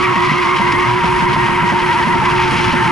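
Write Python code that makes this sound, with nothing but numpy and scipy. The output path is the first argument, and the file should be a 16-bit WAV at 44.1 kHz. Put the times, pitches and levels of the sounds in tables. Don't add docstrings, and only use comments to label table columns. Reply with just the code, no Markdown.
import sys
import numpy as np
from scipy import signal
from scipy.fft import rfft, irfft
from scipy.io import wavfile
from scipy.ndimage import uniform_filter1d

SR = 44100
rng = np.random.default_rng(int(sys.argv[2]) if len(sys.argv) > 2 else 0)


def master(y):
    cut = np.clip(np.atleast_2d(y).T, -1, 1)
    pcm = np.round(cut * 32767)
    wavfile.write(sys.argv[1], SR, pcm.astype(np.int16))


def linear_from_db(decibels):
    return 10 ** (np.asarray(decibels, float) / 20)


N = 128331


def engine(t):
    mute_db, sag = ignition_cuts(t)
    return drone(t, mute_db, sag) + thumps(t) + 0.79 * pipe_hums(t) + boom(t, mute_db)


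# [t/s, length/s, drop level/dB, thump level/dB, thump f/Hz]
CUTS = [(0.149, 0.016, -21, -16.5, 162), (.306, 0.036, -15.5, -16.5, 156), (0.447, 0.0062, -13.5, -24, 168),
        (0.589, 0.022, -25.5, -15.5, 162), (0.726, 0.0059, -14, -21, 204), (.85, 0.027, -7, -22, 126),
        (1.03, 0.067, -4.5, -16.5, 143), (1.211, 0.034, -11.5, -16.5, 145), (1.354, 0.024, -15, -18, 146.3),
        (1.478, 0.027, -12, -19.5, 165), (1.514, 0.011, -8, -29.5, 152), (1.618, 0.015, -14, -17.5, 167),
        (1.712, 0.023, -10, -15.5, 166), (1.81, 0.022, -6, -33, 214), (1.922, 0.021, -14, -23, 141),
        (1.982, 0.032, -10.5, -19, 130), (2.062, 0.035, -13.5, -18.5, 142.4),
        (2.138, 0.025, -7.5, -16, 148), (2.212, 0.023, -17, -15.5, 141), (2.299, 0.016, -5.5, -25.5, 130),
        (2.512, 0.027, -13, -16, 173), (2.576, 0.026, -11, -20, 137.4), (2.724, 0.016, -12.5, -13.5, 200),
        (2.846, 0.028, -19.5, -18, 133)]
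REGAIN_S = 0.028


def ignition_cuts(t):
    at, length, drop_db = np.array(CUTS).T[:3, :, None]
    since = t - at
    mute_db = (drop_db * np.exp(-(2 * since / length) ** 2)).sum(0)
    recovery = np.exp(-np.maximum(since - 0.012, 0) / REGAIN_S)
    onset = np.clip(since / 0.04 + 0.85, 0, 1)
    sag = (-drop_db / 15 * recovery * onset).max(0)
    return mute_db, sag


# [multiple of the firing rate, level/dB]
ORDER = [(1 / 3, -22), (2 / 3, -20.5), (1, 0), (2, -21.5)]
# [t/s, level against the drone/dB]
RASP = [(0, -9), (.24, -18), (.3, -10), (.55, -3.5), (.7, -8.5), (.88, -7), (.93, -42), (1.1, -12),
        (2.91, -32)]
FIRING_HZ, SAG_HZ = 362.2, 27
DRONE_DB, REFIRE_DB = -20.5, -4.5


def drone(t, mute_db, sag):
    hz = FIRING_HZ - SAG_HZ * sag + 1.31 * walk(40.22)
    phase = 2 * np.pi * np.cumsum(hz) / SR
    tone = np.zeros(N)
    for k, db in ORDER:
        flutter_db = (0.9 if k == 1 else 3.0) * walk(28.52)
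        order_db = db + flutter_db + mute_db * min(k, 1) ** 2 + REFIRE_DB * sag
        tone += linear_from_db(order_db) * np.sin(k * phase + 0.2 * walk(90) * k)
    rasp_db = np.interp(t, *np.array(RASP).T) + mute_db + 4 * np.tanh(walk(41.3))
    tone += linear_from_db(rasp_db) * np.sin(6 * phase + 0.8 * walk(200))
    return np.sqrt(2) * linear_from_db(DRONE_DB) * tone


# [f/Hz, width/Hz, level/dB]
THUMP_PIPE = [(201, 224, -5), (574, 97, -13.5), (705, 118, -10.5)]
THUMP_LATE_S, THUMP_RISE_S, THUMP_FALL_S = 0.00495, 0.006, 0.016
THUMP_GLIDE = 0.592


def thumps(t):
    at, _, _, thump_db, thump_hz = np.array(CUTS).T[:, :, None]
    late = np.maximum(t - at - THUMP_LATE_S, 0)
    fall = np.exp(-late / THUMP_FALL_S)
    flame = linear_from_db(thump_db) * (1 - np.exp(-late / THUMP_RISE_S)) * fall
    turns = thump_hz * (late + THUMP_GLIDE * THUMP_FALL_S * (1 - fall))
    gas = rng.standard_normal(N)
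    pipe = sum(level(ring(ring(gas, hz, width), hz, width), db) for hz, width, db in THUMP_PIPE)
    tone = (flame * np.sin(2 * np.pi * turns)).sum(0)
    return 1.98 * (tone + flame.sum(0) * pipe)


# [t/s, length/s, level/dB, f/Hz]
HUMS = [(0.312, 0.091, -17.5, 150), (0.918, 0.098, -17.5, 123), (1.632, .07, -16.5, 161),
        (2.539, 0.043, -24, 145), (2.848, 0.054, -18, 128)]


def pipe_hums(t):
    hums = np.zeros(N)
    for at, length, db, hz in HUMS:
        hums += linear_from_db(db) * np.exp(-(2 * (t - at) / length) ** 4) * np.sin(2 * np.pi * hz * t)
    return hums


# [f/Hz, level/dB per Hz]
BOOM = [(25, -0.5), (60, -0.5), (100, 3.5), (125, 9), (220, 5.5), (300, -3), (450, -4.5), (900, -35.5)]
BOOM_DB, BOOM_GROWS_DB = -24.5, 6


def boom(t, mute_db):
    swell_db = 0.5 * walk(7.0) + 0.083 * mute_db + BOOM_GROWS_DB * t / t[-1]
    return level(rush(BOOM, swell_db, 2.15, 18), BOOM_DB)


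def tyres(t):
    unsettled = np.where(t < 0.9, 1.45, 1)
    near_squeal, near_slip, effort_db = near_tyre(t, unsettled)
    far_squeal, far_slip = far_tyre(t, unsettled)
    return 1.327 * (near_squeal + far_squeal) + scrub(t, effort_db, near_slip + far_slip)


# [t/s, squeal level/dB, overtone level/dB, scrub level/dB]
SLIDE = [(0, -25, -1.5, 3.5), (.1, -24, -4, 1), (.2, -18, -10.5, 3), (.27, -25, -3.5, 3),
         (.47, -23, -6, 2.5), (.54, -28, -11, -1), (.61, -18.5, -13, 2), (.8, -25.5, 2.5, 1),
         (0.931, -18, -15, 2), (1.05, -17.5, -14, 0.5), (1.3, -18.5, -12, 0.5), (1.53, -21, -8, -1.5),
         (1.8, -18, -8.5, 0), (2.1, -17.5, -9.5, -1.5), (2.26, -20, -19, 1), (2.4, -18, -17, 2),
         (2.56, -23.5, -9.5, 2.5), (2.91, -17.5, -9, -1)]
# [t/s, squeal f/Hz, warble per wheel turn/Hz]
PITCH = [(0, 945, 5), (.21, 962, 5), (.27, 1005, 10), (.4, 1000, 15), (.47, 945, 5), (.61, 935, 10),
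         (.69, 985, 20), (.76, 930, 10), (.97, 975, 15), (1.06, 940, 30), (1.66, 960, 25), (1.74, 922, 36),
         (2.13, 960, 48), (2.23, 895, 28), (2.285, 975, 30), (2.33, 932, 6), (2.5, 892, 14),
         (2.91, 905, 24)]
WHEEL_HZ, WARBLE_TOP_S = 13.9, 1.195
WHEEL_DIP_DB = 0.8


def near_tyre(t, unsettled):
    at, *effort = np.array(SLIDE).T
    db, over_db, effort_db = (np.interp(t, at, v) for v in effort)
    at, *pitch = np.array(PITCH).T
    hz, warble_hz = (np.interp(t, at, v) for v in pitch)
    turn = 2 * np.pi * WHEEL_HZ * (t - WARBLE_TOP_S)
    hz = hz + warble_hz * (np.cos(turn) + 0.42 * np.sin(2 * turn))
    db = db + WHEEL_DIP_DB * np.cos(turn + 0.5)
    squeal, slip = stick_slip(hz, db, over_db, 0.012 * unsettled)
    return squeal, slip, effort_db


# [t/s, squeal f/Hz, squeal level/dB, overtone level/dB]
FAR_SLIDE = [(0, 1130, -21.5, -9), (0.152, 1097, -23, -17), (0.25, 1066, -21, -7),
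             (0.402, 1045, -22.5, -20), (.52, 1065, -19, -15), (.6, 1033, -24.5, -12), (.7, 1025, -23, -8),
             (0.841, 1080, -20, -13), (.95, 1062, -30.5, -44), (1.4, 1032, -24, -22), (1.6, 1050, -31, -7),
             (2.221, 1048, -34, -19), (2.28, 1005, -16, -10), (2.35, 1038, -34, -16),
             (2.91, 1030, -29.5, -5)]
EDGE_RATIO, EDGE_DB = 1.11, -5


def far_tyre(t, unsettled):
    at, *far = np.array(FAR_SLIDE).T
    hz, db, over_db = (np.interp(t, at, v) for v in far)
    squeal, slip = stick_slip(hz, db, over_db, 0.016 * unsettled)
    edge_squeal, edge_slip = stick_slip(hz * EDGE_RATIO, db + EDGE_DB, over_db - 20, 0.03 * unsettled)
    return squeal + edge_squeal, slip + edge_slip


def stick_slip(hz, db, over_db, ragged):
    phase = 2 * np.pi * np.cumsum(hz * (1 + 0.003 * walk(30) + ragged * walk(160))) / SR
    grip = linear_from_db(db + 1.0 * np.tanh(walk(45.08)) + 3.2 * np.tanh(walk(130)))
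    octave = linear_from_db(over_db + 8.3 * np.tanh(walk(48.96))) * np.sin(2 * phase + 0.75 * walk(200))
    return grip * (np.sin(phase) + octave), grip * np.cos(phase)


# [f/Hz, level/dB per Hz]
SCRUB = [(650, -50), (1100, -7.5), (1470, -10), (2130, -10), (3200, -21), (3670, -31), (5200, -33),
         (8450, -52.5), (11200, -53.5), (14600, -91), (22000, -120)]
# [t/s, level/dB]
SCRAPES = [(.23, 4), (.43, 4), (.57, 6), (.725, 6), (1.04, 3), (1.18, 0), (1.7, 4), (1.86, 2.5), (2.05, -5),
           (2.13, 3), (2.259, 4.5), (2.345, 0), (2.4, 4), (2.54, 2), (2.65, 3.5), (2.73, 4.5)]
SCRUB_DB, SCRUB_FOOT_HZ, SCRUB_GROWS_DB = -20.5, 951, 2.5
SCRAPE_S = 0.014


def scrub(t, effort_db, slip):
    foot = [(400, -45), (SCRUB_FOOT_HZ * 0.74, -24), (SCRUB_FOOT_HZ, -2)]
    swell_db = 0.5 * walk(21.1) + SCRUB_GROWS_DB * t / t[-1]
    hiss = rush(foot + list(SCRUB)[1:9], swell_db, 1.34, 44.97)
    grit = signal.sosfilt(signal.butter(2, 2600, "high", fs=SR, output="sos"), hiss)
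    lift_db = effort_db + 0.25 * walk(34.87) + 0.91 * walk(80) + 1.23 * walk(400)
    hiss = hiss + grit * (linear_from_db(lift_db) * (2 + 0.36 * level(slip, 0)) - 1)
    catch_db = sum(db * np.exp(-(2 * (t - at) / SCRAPE_S) ** 2) for at, db in SCRAPES)
    return level(hiss * linear_from_db(catch_db), SCRUB_DB)


# [f/Hz, level/dB per Hz]
WIND = [(25, -8), (150, 8), (300, -8), (600, -4), (1100, 3.5), (2000, -2), (3500, -13.5), (11000, -36)]
WIND_DB = -25


def wind():
    gust_db = 2.6 * walk(44.8)
    return [level(rush(WIND, gust_db, 0.81, 16), WIND_DB) for _ in range(2)]


# [f/Hz, level/dB, lead/rad]
PORTS = [(40, -3, 0.011), (130, -1, 0.58), (350, -4.5, 1.43), (930, 2.5, -0.4), (1130, -6.5, -0.41),
         (2020, 1, 1.5), (2130, 3, 0.57), (5130, 0, 0.38)]


def ports(car):
    half = linear_from_db(over_hz(PORTS) / 2) * np.exp(0.5j * over_hz(PORTS, column=2))
    spectrum = rfft(car)
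    return np.array([irfft(spectrum * half, N), irfft(spectrum / half, N)])


def level(x, db):
    return x * linear_from_db(db) / np.sqrt(np.mean(x ** 2))


def over_hz(table, column=1):
    table = np.array(table, float)
    hz = np.arange(N // 2 + 1) * SR / N
    return np.interp(np.log(hz + 1), np.log(table[:, 0]), table[:, column])


def walk(rate):
    k = max(int(SR / rate), 2)
    steps = np.repeat(rng.standard_normal(8000), k)[:N + k]
    smooth = uniform_filter1d(uniform_filter1d(steps, k), k)[:N]
    return smooth / smooth.std()


def ring(x, hz, width_hz):
    return signal.lfilter(*signal.iirpeak(hz, hz / width_hz, SR), x)


def rush(table, swell_db, flicker_db, rate):
    spectrum = rfft(rng.standard_normal(N)) * linear_from_db(over_hz(table))
    octave = np.log2(np.arange(N // 2 + 1) * SR / N / 16 + 1e-9)
    total = np.zeros(N)
    for k in range(11):
        band = irfft(spectrum * np.clip(1 - abs(octave - k), 0, 1), N)
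        total += band * linear_from_db(swell_db + flicker_db * walk(rate))
    return total


def scene():
    t = np.arange(N) / SR
    return ports(engine(t) + tyres(t)) + wind()


def roll_off(x):
    return signal.sosfilt(signal.butter(12, 11340, fs=SR, output="sos"), x)


# [f/Hz, width/Hz, level/dB]
CASE = [(1346, 33, 5), (1484, 85, -1.5), (1577, 31, 5), (1828, 79, -8.5), (1960, 130, 2), (3700, 390, -0.5),
        (10560, 1900, 5.5)]
TOP_HZ = 11200


def record(dry):
    for hz, width_hz, db in CASE:
        dry = dry + (linear_from_db(db) - 1) * ring(dry, hz, width_hz)
    power = uniform_filter1d((dry ** 2).mean(0), int(0.023 * SR))
    gain = (power / power.mean() + 0.017) ** -0.15
    dry = np.tanh(0.84 * dry * gain) / 0.77
    mix = signal.sosfilt(signal.ellip(12, 0.3, 80, TOP_HZ, fs=SR, output="sos"), dry)
    return roll_off(mix)


dry = scene()
out = record(dry)
master(out)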